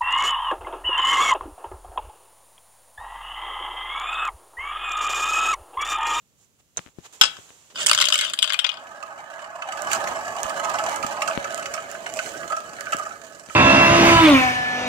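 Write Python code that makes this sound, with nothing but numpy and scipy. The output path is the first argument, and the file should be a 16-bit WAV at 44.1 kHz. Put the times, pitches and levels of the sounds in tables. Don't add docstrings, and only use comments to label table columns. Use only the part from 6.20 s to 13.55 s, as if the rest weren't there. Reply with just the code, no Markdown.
import sys
import numpy as np
from scipy import signal
from scipy.fft import rfft, irfft
from scipy.io import wavfile
from scipy.ndimage import uniform_filter1d

SR = 44100
rng = np.random.default_rng(int(sys.argv[2]) if len(sys.argv) > 2 else 0)


def dump_mix(stems):
    frames = np.atleast_2d(stems).T
    limited = np.clip(frames, -1, 1)
    pcm = np.round(limited * 32767).astype(np.int16)
    wavfile.write(sys.argv[1], SR, pcm)


N = 324135

# frequency in Hz, relative density in dB per Hz.
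HUM_TONE = [(25, -7), (130, -2), (300, -11.5), (900, -25)]
# frequency in Hz, relative density in dB per Hz.
RUMBLE_TONE = [(25, -5), (60, -3), (150, 1.5), (400, 5), (540, 4.5), (900, -25)]
# start in seconds, length in s, level in dB.
SHAKES = [(.55, 0.98, -80.5), (1.5, 0.45, -52), (1.7, 0.77, -58.5)]
# time in seconds, level of the push in dB,
# time constant of the push in seconds, crack in dB over the push.
THUDS = [(0.565, -44, 0.0005, 11), (0.5802, -28.5, 0.0006, 14), (0.592, -19, 0.00099, 6.5),
         (0.6095, -42, 0.0006, 1), (0.663, -23, 0.001, -2), (0.6735, -41, 0.0005, 13),
         (0.6816, -30, 0.00049, -7), (0.689, -41, 0.00057, 7), (0.786, -14, 0.0009, -24),
         (1.011, -20, 0.00077, -21), (1.188, -22.5, 0.00069, -6), (1.305, -28, 0.00055, 0),
         (3.848, -15.5, 0.00078, 0), (4.247, -16, 0.0021, -3), (4.847, -6, 0.00076, -10),
         (5.16, -28, 0.0006, -2), (5.176, -2.5, 0.00067, -2), (6.747, -9.5, 0.00046, -9),
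         (7.288, -18.5, 0.00068, -6)]
# start in seconds, length in seconds, hiss in dB,
# body in dB over the hiss, crest as a share of the length (held within 0.1 to 0.9).
BRUSHES = [(.16, 0.13, -67.5, -10, 0.5), (0.379, 0.035, -69, 3, 0.7), (0.554, 0.2, -61, 1, 0.26),
           (0.738, 0.57, -66.5, 2, 0.28), (0.813, 0.066, -55.5, 6, 0.71), (.925, 0.095, -53, -3, .12),
           (0.992, 1, -56, -2.5, 0.02), (1.5, 0.048, -72, 16.5, .12)]
# frequency in Hz, relative density in dB per Hz.
SCUFF_TONE = [(300, -0.5), (1000, 0.5), (2000, -2.5), (3000, 0), (5000, -8.5), (7200, 3.5), (9500, -10),
              (15000, -17)]
# frequency in Hz, left over right in dB.
SCUFF_SIDE = [(60, 10), (150, 0), (380, -3), (950, -2), (2380, 7), (5980, -11.5), (15000, -12)]
# time in seconds, peak in dB.
CLINKS = [(0.5706, -17), (0.5766, -41)]
# frequency in Hz, width in Hz, relative level in dB.
GLASS_MODES = [(1380, 180, -8), (3720, 170, -1), (6450, 230, 9), (7120, 430, 11.5), (7880, 220, 3)]
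# frequency in Hz, relative density in dB per Hz.
GLASS_TONE = [(400, -6.5), (1300, -4), (3500, -15), (5200, -11.5), (7000, -15), (9500, -31), (15000, -33)]
# time in seconds, peak in dB.
DROPS = [(1.0115, 1.1), (1.025, -17), (1.0351, -6), (1.053, -16.5)]
# frequency in Hz, width in Hz, relative level in dB.
CUP_MODES = [(1294, 65, -1.5), (1490, 33, 1), (1870, 43, -20), (2600, 50, -8), (2770, 39, 0.5),
             (3030, 43, 7), (3253, 45, 10), (3810, 110, 4), (4717, 67, 3), (5350, 74, -2), (5250, 80, 5),
             (6370, 420, -2.5)]
# frequency in Hz, relative density in dB per Hz.
CUP_TONE = [(300, -24), (1300, -11), (2000, -13), (3600, -4), (5500, -11), (8000, -15), (15000, -57)]
# frequency in Hz, left over right in dB.
CUP_SIDE = [(60, 1), (180, -1), (550, -8.5), (1650, 7), (4970, 9.5), (15000, -30)]
# time in seconds, peak in dB, treble in dB over the knock.
KNOCKS = [(1.167, -32, -18), (1.291, -43.5, -15), (1.557, -22, -15), (1.6615, -15, 5), (1.6665, -15.5, 9),
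          (1.6799, -15, -7), (1.686, -19, 5), (1.695, -8.5, -3.5), (1.7124, -3, -6.5), (1.731, -9, -2),
          (1.748, -12.5, 2), (1.776, -10.5, -5), (1.7863, -13, -2), (1.8013, -12, -1.5), (1.811, -11.5, -1),
          (1.815, -10, 0), (1.823, -9.5, -5), (1.8407, -13, -7), (1.854, -16, 3), (1.8694, -18, -8),
          (1.885, -14.5, 0), (1.902, -17, -2), (1.923, -7.5, -7), (1.9343, -22.5, 8), (1.941, -11, -3),
          (1.9555, -13.5, 1), (1.978, -22, 5), (1.9885, -13.5, -2), (2.0104, -13.5, -2.5),
          (2.0468, -20, -4), (2.097, -28.5, 3), (2.1347, -18.5, 3), (2.175, -32, -24), (2.1884, -13.5, -4),
          (2.2216, -18, -3), (2.2261, -6.5, -5), (2.2417, -14, -8), (2.275, -21, -6), (2.285, -31, -3),
          (2.295, -22, -7), (2.302, -15.5, -17), (2.322, -19, -4), (2.333, -21, 3.5), (2.3416, -16.5, -5),
          (2.39, -11, -8), (2.3975, -19.5, -13), (2.443, -17.5, -15), (2.446, -13, -32), (2.4652, -19, -12),
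          (2.4911, -14.5, -15), (2.495, -27, -36), (2.516, -30, -12), (2.5403, -32.5, -7),
          (2.571, -35, -17)]
# start in seconds, length in seconds, level in dB,
# treble in dB over it.
RUNS = [(1.54, 0.12, -32.5, -17), (1.585, 0.085, -31, -10), (1.66, 0.34, -34, -15),
        (1.915, 0.24, -30.5, -13.5), (2.2, 0.19, -42.5, -24)]
# time in seconds, lean to the left in dB.
PASSING = [(1.2, 1), (1.6, -6), (1.8, 7.5), (2.0, 2), (2.3, 9.5), (2.55, 10)]
# frequency in Hz, width in Hz, relative level in dB.
CHUTE_MODES = [(1560, 34, -9), (2150, 75, 1), (2470, 33, 2), (2990, 80, 5), (4610, 240, 1.5),
               (4900, 44, 2.5), (5730, 170, -21), (6720, 590, -11), (7500, 530, 4.5)]
# frequency in Hz, relative density in dB per Hz.
CHUTE_TONE = [(120, -12), (200, -36), (498, -30.5), (598, -8.5), (730, -23), (1100, -7.5), (1500, -3),
              (2350, -17.5), (2980, 6), (3800, -4), (4300, -13.5), (4780, -11), (7830, -7.5),
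              (15700, -32.5)]
# frequency in Hz, left over right in dB.
CHUTE_SIDE = [(60, 3), (120, -12), (240, -13), (480, -13.5), (950, -4), (1890, -0.5), (3770, 11.5),
              (7520, -20), (15000, -10.5)]
# time in seconds, drone of the bowl in dB, glassy grit in dB, rim ring in dB.
ROLL = [(2.15, -61, -83, -55), (2.6, -50, -58, -49), (3.31, -47, -60, -47), (3.49, -41, -54, -45.5),
        (3.66, -37, -45, -36.5), (3.85, -36, -44.5, -38), (4.21, -37.5, -46, -43), (4.54, -33, -43.5, -36),
        (4.91, -36, -45.5, -42.5), (5.07, -34.5, -47, -44.5), (5.47, -39, -47.5, -40.5),
        (5.72, -41, -50, -47.5), (5.97, -40, -47, -56), (6.19, -41.5, -45, -43.5),
        (6.43, -45.5, -51, -48.5), (6.8, -45, -48.5, -41.5), (7.1, -52.5, -55, -55.5),
        (7.35, -52.5, -53.5, -55)]
# time in seconds, rattle peak in dB,
# rim in dB over the rattle, grit in dB over the rattle.
BUMPS = [(2.668, -38.5, -12, -6), (2.826, -32.5, 0, -2.5), (3.19, -33.5, -8, -11), (3.242, -34.5, -23, -8),
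         (3.4203, -26.5, -4.5, -10), (3.5206, -25.5, -3.5, -2), (3.5713, -27.5, -14, -5),
         (3.6203, -39.5, -10, 20), (3.7152, -21, -4, 2), (3.7313, -17.5, -11, 6), (3.7585, -24, -2.5, -4),
         (3.8717, -21.5, -11, -6), (4.2319, -39.5, -14, 30.5), (4.2423, -30, 2, -3), (4.295, -29, 1.5, 5.5),
         (4.4454, -29.5, -7, 3), (4.499, -30, -16, 8), (4.5372, -32, -5, 3), (4.5852, -21.5, -5, -5),
         (4.6946, -30.5, -13, 11), (4.7592, -29, -0.5, 6), (4.8265, -22.5, -0.5, -2.5),
         (4.8642, -26, -14, 4.5), (4.9703, -30.5, -7, -12), (5.0183, -15, -4, -6.5),
         (5.075, -18.5, -2.5, -3.5), (5.1104, -21.5, -8, -18), (5.242, -25.5, 1, -5),
         (5.345, -40.5, -10, 26.5), (5.377, -30.5, 2, 7), (5.4567, -24.5, -27, -2),
         (5.5376, -25, -4.5, 2.5), (5.576, -27, -2.5, -23), (5.714, -34, -2, 9.5), (5.7487, -27, -23, -23),
         (5.861, -26.5, -14, -20), (5.9387, -36.5, -10, 17), (5.9891, -17, -12, -8),
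         (6.058, -29.5, -26, -2), (6.15, -35, -14, -19), (6.23, -31, -4, -24), (6.299, -39, 17, 8),
         (6.32, -26, 6, -4), (6.3652, -32, 6.5, 4), (6.5845, -31, -6, -29), (6.6081, -27.5, -12, 8),
         (6.6672, -25, -6, -25), (6.7213, -25, 4, 3), (6.731, -18.5, -36, -6), (6.768, -47, -2, 28.5),
         (6.792, -39.5, 16, 9), (6.811, -53, 3, -10), (6.856, -35, 9, -8), (6.9046, -35.5, 2.5, -32),
         (7.2955, -31, -1.5, -25)]
# start in seconds, length in seconds,
# grit in dB, rattle in dB over the grit.
GRINDS = [(3.68, 0.11, -38, -1), (5.97, 0.17, -46.5, -12), (7.27, 0.27, -45, -12)]
# frequency in Hz, width in Hz, relative level in dB.
DISH_MODES = [(569, 31, -2.5), (619, 15, -1), (654, 17, 0.5), (751, 55, -14), (828.6, 31, -1),
              (919, 94, -6), (1058, 34, -16), (1202, 65, -11.5), (1280, 23, 2.5), (1326, 40, -5.5),
              (1482, 24, -5), (1501, 47, -1), (1661, 51, -3.5), (1960, 150, -11), (2315, 350, -9.5),
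              (2622, 180, -8.5), (2956, 29, -7.5), (4564, 170, -24)]
# frequency in Hz, relative density in dB per Hz.
DISH_TONE = [(100, -8), (500, -27.5), (570, -19), (1720, -10), (1880, -14.5), (3100, -18.5), (3600, -31),
             (5400, -26.5), (7300, -20.5), (9500, -35), (15000, -48.5)]
# frequency in Hz, left over right in dB.
DISH_SIDE = [(60, -27), (110, -26), (200, -36), (380, -11), (700, -3.5), (1290, -6), (2380, -4),
             (4400, -15.5), (8120, -35.5), (15000, -28.5)]
# frequency in Hz, shared part from 0 to 1.
LIKENESS = [(100, 0.51), (500, 1), (1300, 0.86), (2000, 0.22), (4000, 0.21), (9000, 0.18)]
# frequency in Hz, time to fall by 60 dB in seconds.
ROOM_T60 = [(300, 0.86), (1200, 0.36), (3000, 0.31), (7000, 0.14), (14000, 0.36)]

TAPS = 4096
LAG_S = 0.00018
EDGE_HZ = 15800
HUM_DB, HISS_DB, HISS_BODY_DB = -68.5, -74.5, -1.5
REST_DB, CARRIED_DB, LOUD_DB, STEEPNESS = -79, -46.5, -45, 1.05
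CRACK_HZ, CRACK_S = 1700, 0.00011
RUN_CREST, SHAKE_CREST = 0.46, 0.38
# (share that follows the grit 0-1, dB over the blend)
UPPER, RATTLE = (0.24, 4.16), (0.066, -8.5)
INWARD_S, SINK_DB_PER_S, SUNK_DB = 5.025, 45, 11


def gain_of(db):
    return 10 ** (np.asarray(db) / 20)


def evened(x):
    return x / np.sqrt(np.mean(np.atleast_2d(x).mean(0) ** 2) + 1e-20)


def peaked(x):
    return x / abs(x.mean(0)).max()


def read(points, hz):
    f, value = np.transpose(points)
    return np.interp(np.log(hz + 1), np.log(f + 1), value)


def curves(rows):
    s, *columns = np.transpose(rows)
    return [np.interp(np.arange(N) / SR, s, c, -120, -120) for c in columns]


def swells(rows, crest):
    start, length, db, *over_db = np.transpose(rows)[:, :, None]
    progress = np.clip((np.arange(N) / SR - start) / length, 0, 1)
    warped = progress ** (np.log(.5) / np.log(np.clip(crest, .1, .9)))
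    arch = abs(np.sin(np.pi * warped)) ** 1.8
    return [(arch * gain_of(db + over)).sum(0) for over in [0] + over_db]


def add(mix, s, sound):
    part = mix[:, round(s * SR):][:, :sound.shape[1]]
    part += sound[:, :part.shape[1]]


def split(x, edges_hz):
    bands = zip(edges_hz, edges_hz[1:])
    return [signal.sosfilt(signal.butter(4, band, "band", fs=SR, output="sos"), x) for band in bands]


def causal(db):
    log_gain = np.log(gain_of(np.r_[db, db[-2:0:-1]]))
    return np.exp(np.conj(signal.hilbert(log_gain)))[:len(db)]


def pair(a, b, hz, side):
    same, lean_db = np.clip(read(LIKENESS, hz), 0, 1), read(side, hz) / 2
    delay = np.exp(-2j * np.pi * hz * LAG_S)
    left = (same * a + np.sqrt(1 - same ** 2) * b) * delay
    power_kept = np.sqrt(2 / (gain_of(lean_db) ** 2 + gain_of(-lean_db) ** 2))
    return np.array([left * causal(lean_db), a * causal(-lean_db)]) * power_kept


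def noise(tone, side):
    size = N + N % 2
    hz = np.fft.rfftfreq(size, 1 / SR)
    a, b = rfft(rng.standard_normal((2, size))) * gain_of(read(tone, hz))
    return evened(irfft(pair(a, b, hz, side))[:, :N])


def ring(modes, tone, side, t60, dense_db, spot_db, tick, stray=0.0069):
    t, hz = np.arange(TAPS) / SR, np.fft.rfftfreq(TAPS, 1 / SR)
    f, width, db = np.transpose(modes)[:, :, None]
    f = f * (1 + stray * rng.standard_normal(f.shape))
    share = gain_of(db + spot_db * rng.standard_normal(db.shape)) * width
    phase = 2 * np.pi * rng.random((2, len(f), 1))
    damped = share * np.exp(-np.pi * width * t) * np.sin(2 * np.pi * f * t + phase)
    build_up = 1 - np.exp(-t / .0005)
    tones = build_up * damped.sum(1) / SR * 2 * np.pi
    rustle = rng.standard_normal((2, TAPS)) * gain_of(-60 * t / t60)
    rustle /= np.linalg.norm(rustle[0])
    rustle[:, 0] = tick
    a, b = rfft(tones) + rfft(rustle) * causal(read(tone, hz) + dense_db)
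    kept = TAPS * 3 // 4
    fade = np.hanning(TAPS * 3 // 2)[kept:]
    return irfft(pair(a, b, hz, side))[:, :kept] * fade


def blow(length_s):
    t = np.arange(1000) / SR
    touches = 0.29 * rng.standard_normal(1000) * (rng.random(1000) < .1)
    touches[30] = .5
    return (touches * np.minimum(t / 0.00079, 1) * np.exp(-t / length_s))[None]


def clicks(per_s, spread_db, flutter_db, flutter_s):
    size = gain_of(spread_db * np.minimum(rng.exponential(1, N), 5)) * rng.choice([-1, 1], N)
    span = round(flutter_s * SR)
    flutter = evened(uniform_filter1d(uniform_filter1d(rng.standard_normal(N), span), span))
    return size * (rng.random(N) < per_s / SR) * gain_of(flutter_db * flutter)


def skips(per_s, spread_db, length_s):
    jumps = gain_of(spread_db * np.minimum(rng.standard_normal(N), 2)) * (rng.random(N) < per_s / SR)
    dying = signal.lfilter([1], [1, -np.exp(-1 / (length_s * SR))], jumps)
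    return 1 + uniform_filter1d(dying, size=60)


def travel(force, rings, spots_per_s):
    pace = 1 + .6 * evened(uniform_filter1d(rng.standard_normal(N), 4000))
    place, count = np.cumsum(pace) / SR * spots_per_s, len(rings)
    out = np.zeros((2, N))
    for k, spot in enumerate(rings):
        away = abs((place - k + count / 2) % count - count / 2)
        near = np.cos(np.pi / 2 * np.minimum(away, 1))
        out += signal.oaconvolve((force * near)[None], spot, axes=1)[:, :N]
    return out


def room(x):
    taps = np.zeros((2, SR // 2))
    starts = np.arange(300, SR // 2 - 20, 20)
    at = starts + rng.integers(0, 20, (2, len(starts)))
    np.put_along_axis(taps, at, rng.choice([-1., 1.], at.shape), 1)
    hz, t, z = signal.stft(taps, SR, nperseg=256)
    decay = gain_of(-60 * t / read(ROOM_T60, hz)[:, None])
    tail = signal.istft(z * decay, SR, nperseg=256)[1]
    return signal.fftconvolve(x, tail / np.linalg.norm(tail[0]), axes=1)[:, :N]


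def murmur():
    return gain_of(HUM_DB) * noise(HUM_TONE, [(60, 7), (400, -2.0)])


def rumble():
    lumps_db = 1.8 * evened(uniform_filter1d(rng.standard_normal(N), 1500))
    grit_db = curves(ROLL)[1]
    carried = gain_of(CARRIED_DB + STEEPNESS * (grit_db - LOUD_DB))
    gain = gain_of(REST_DB) + carried + swells(SHAKES, SHAKE_CREST)[0]
    return gain * gain_of(lumps_db) * noise(RUMBLE_TONE, [(60, 0.5), (400, -3.5)])


def thuds():
    out, t = np.zeros((2, N)), np.arange(2000) / SR
    for s, db, length_s, crack_db in THUDS:
        slow = t / max(length_s, 1e-4)
        fast = t / CRACK_S - 3
        push = (slow ** 2 / 2 - slow) * np.exp(-slow)
        swing = np.exp(-fast ** 2 / 2) * np.sin(2 * np.pi * CRACK_HZ * CRACK_S * fast + 0.34)
        creep = evened(uniform_filter1d(rng.standard_normal(len(t)), 60))
        creep = 0.081 * creep * np.minimum(slow, 1) * np.exp(-t / 0.0096)
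        thud = push - gain_of(crack_db) * swing + creep
        add(out, s - 2 * CRACK_S, gain_of(db) * gain_of([[0], [-20.]]) * thud)
    return out


def fingers():
    body, hiss = split(noise(SCUFF_TONE, SCUFF_SIDE), (300, 5000, 17000))
    brushes = np.array(BRUSHES)
    hiss_gain, body_gain = swells(brushes[:, :4], brushes[:, 4:])
    out = (hiss_gain + gain_of(HISS_DB)) * evened(hiss)
    out += (body_gain + gain_of(HISS_DB + HISS_BODY_DB)) * evened(body)
    for s, db in CLINKS:
        spot = ring(GLASS_MODES, GLASS_TONE, SCUFF_SIDE, t60=0.11, dense_db=-5.0, spot_db=3.0, tick=0.21)
        add(out, s, gain_of(db) * peaked(signal.fftconvolve(blow(0.0047), spot, axes=1)))
    return out


def cup():
    out = np.zeros((2, N))
    for s, db in DROPS:
        spot = ring(CUP_MODES, CUP_TONE, CUP_SIDE, t60=0.24, dense_db=-1.0, spot_db=1.0, tick=0.46)
        add(out, s, gain_of(db) * peaked(signal.fftconvolve(blow(0.0022), spot, axes=1)))
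    return out


def chute_ring():
    return ring(CHUTE_MODES, CHUTE_TONE, CHUTE_SIDE, t60=0.035, dense_db=4.5, spot_db=5.0, tick=.55, stray=0.014)


def chute():
    out, edges_hz = np.zeros((2, N)), (150, 5500, 17000)
    for s, db, treble_db in KNOCKS:
        knock, treble = split(signal.fftconvolve(blow(0.00092), chute_ring(), axes=1), edges_hz)
        add(out, s, gain_of(db) * (peaked(knock) + gain_of(treble_db) * peaked(treble)))
    force = clicks(6000, spread_db=2.6, flutter_db=2.2, flutter_s=0.0017)
    run = travel(force, [chute_ring() for _ in range(8)], spots_per_s=28.0)
    body, treble = split(run, edges_hz)
    hum = split(run, (540, 700))[0]
    gain, treble_gain = swells(RUNS, RUN_CREST)
    out += gain * (evened(body) + gain_of(-12.5) * evened(hum)) + treble_gain * evened(treble)
    lean_db = np.interp(np.arange(N) / SR, *np.transpose(PASSING)) / 2
    return out * gain_of([lean_db, -lean_db])


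def dish_ring(tick):
    return ring(DISH_MODES, DISH_TONE, DISH_SIDE, t60=0.057, dense_db=-3.0, spot_db=2.5, tick=tick, stray=0.0064)


def bumps():
    out = np.zeros((2, N))
    for s, db, rim_db, grit_db in BUMPS:
        tick = 0.33 * gain_of(1.6 * grit_db)
        length_s = .003 * gain_of(.8 * max(rim_db, 0) - .8 * max(grit_db, 0))
        bump = signal.fftconvolve(blow(length_s), dish_ring(tick), axes=1)
        parts = split(bump, (555, 720, 1200, 1350, 4200, 17000))
        levels_db = (rim_db - 10.5, rim_db - 13.0, rim_db, 0, grit_db)
        add(out, s, sum(gain_of(db + over) * peaked(part) for over, part in zip(levels_db, parts)))
    return out


def rolling():
    edges_hz = (545, 720, 1150, 1800, 4200, 17000)
    spots = [sum(map(evened, split(dish_ring(0.66), edges_hz))) for _ in range(12)]
    force = clicks(8000, spread_db=2.2, flutter_db=.7, flutter_s=.008)
    *drones, rattle, grit = split(travel(force, spots, spots_per_s=31.), edges_hz)
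    grind, grind_rattle = swells(GRINDS, RUN_CREST)
    out = grind * evened(grit) + grind_rattle * evened(rattle)
    skip = skips(90., spread_db=6.05, length_s=0.0041)
    drone_db, grit_db, rim_db = curves(ROLL)
    upper_db, rattle_db = (drone_db + share * (grit_db - drone_db) + db for share, db in (UPPER, RATTLE))
    sunk_db = np.clip(SINK_DB_PER_S * (np.arange(N) / SR - INWARD_S), 0, SUNK_DB)
    levels_db = (drone_db, upper_db - sunk_db, rim_db, rattle_db, grit_db)
    parts = [drone * skip ** .45 for drone in drones] + [rattle * skip ** .8, grit * skip]
    return out + sum(gain_of(db) * evened(part) for db, part in zip(levels_db, parts))


def scene():
    background = murmur() + rumble() + thuds() + fingers()
    clatter, dish = cup() + chute(), bumps() + rolling()
    wet = room(gain_of(-12.0) * clatter + gain_of(-10.5) * dish)
    return background + clatter + dish + wet


def record(dry):
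    thin = signal.sosfilt(signal.butter(2, 55., "high", fs=SR, output="sos"), dry)
    band_limit = signal.firwin(511, EDGE_HZ, window=("kaiser", 9), fs=SR)
    return signal.oaconvolve(np.clip(thin, -1, 1), band_limit[None], "same")


dry = scene()
out = record(dry)
dump_mix(out)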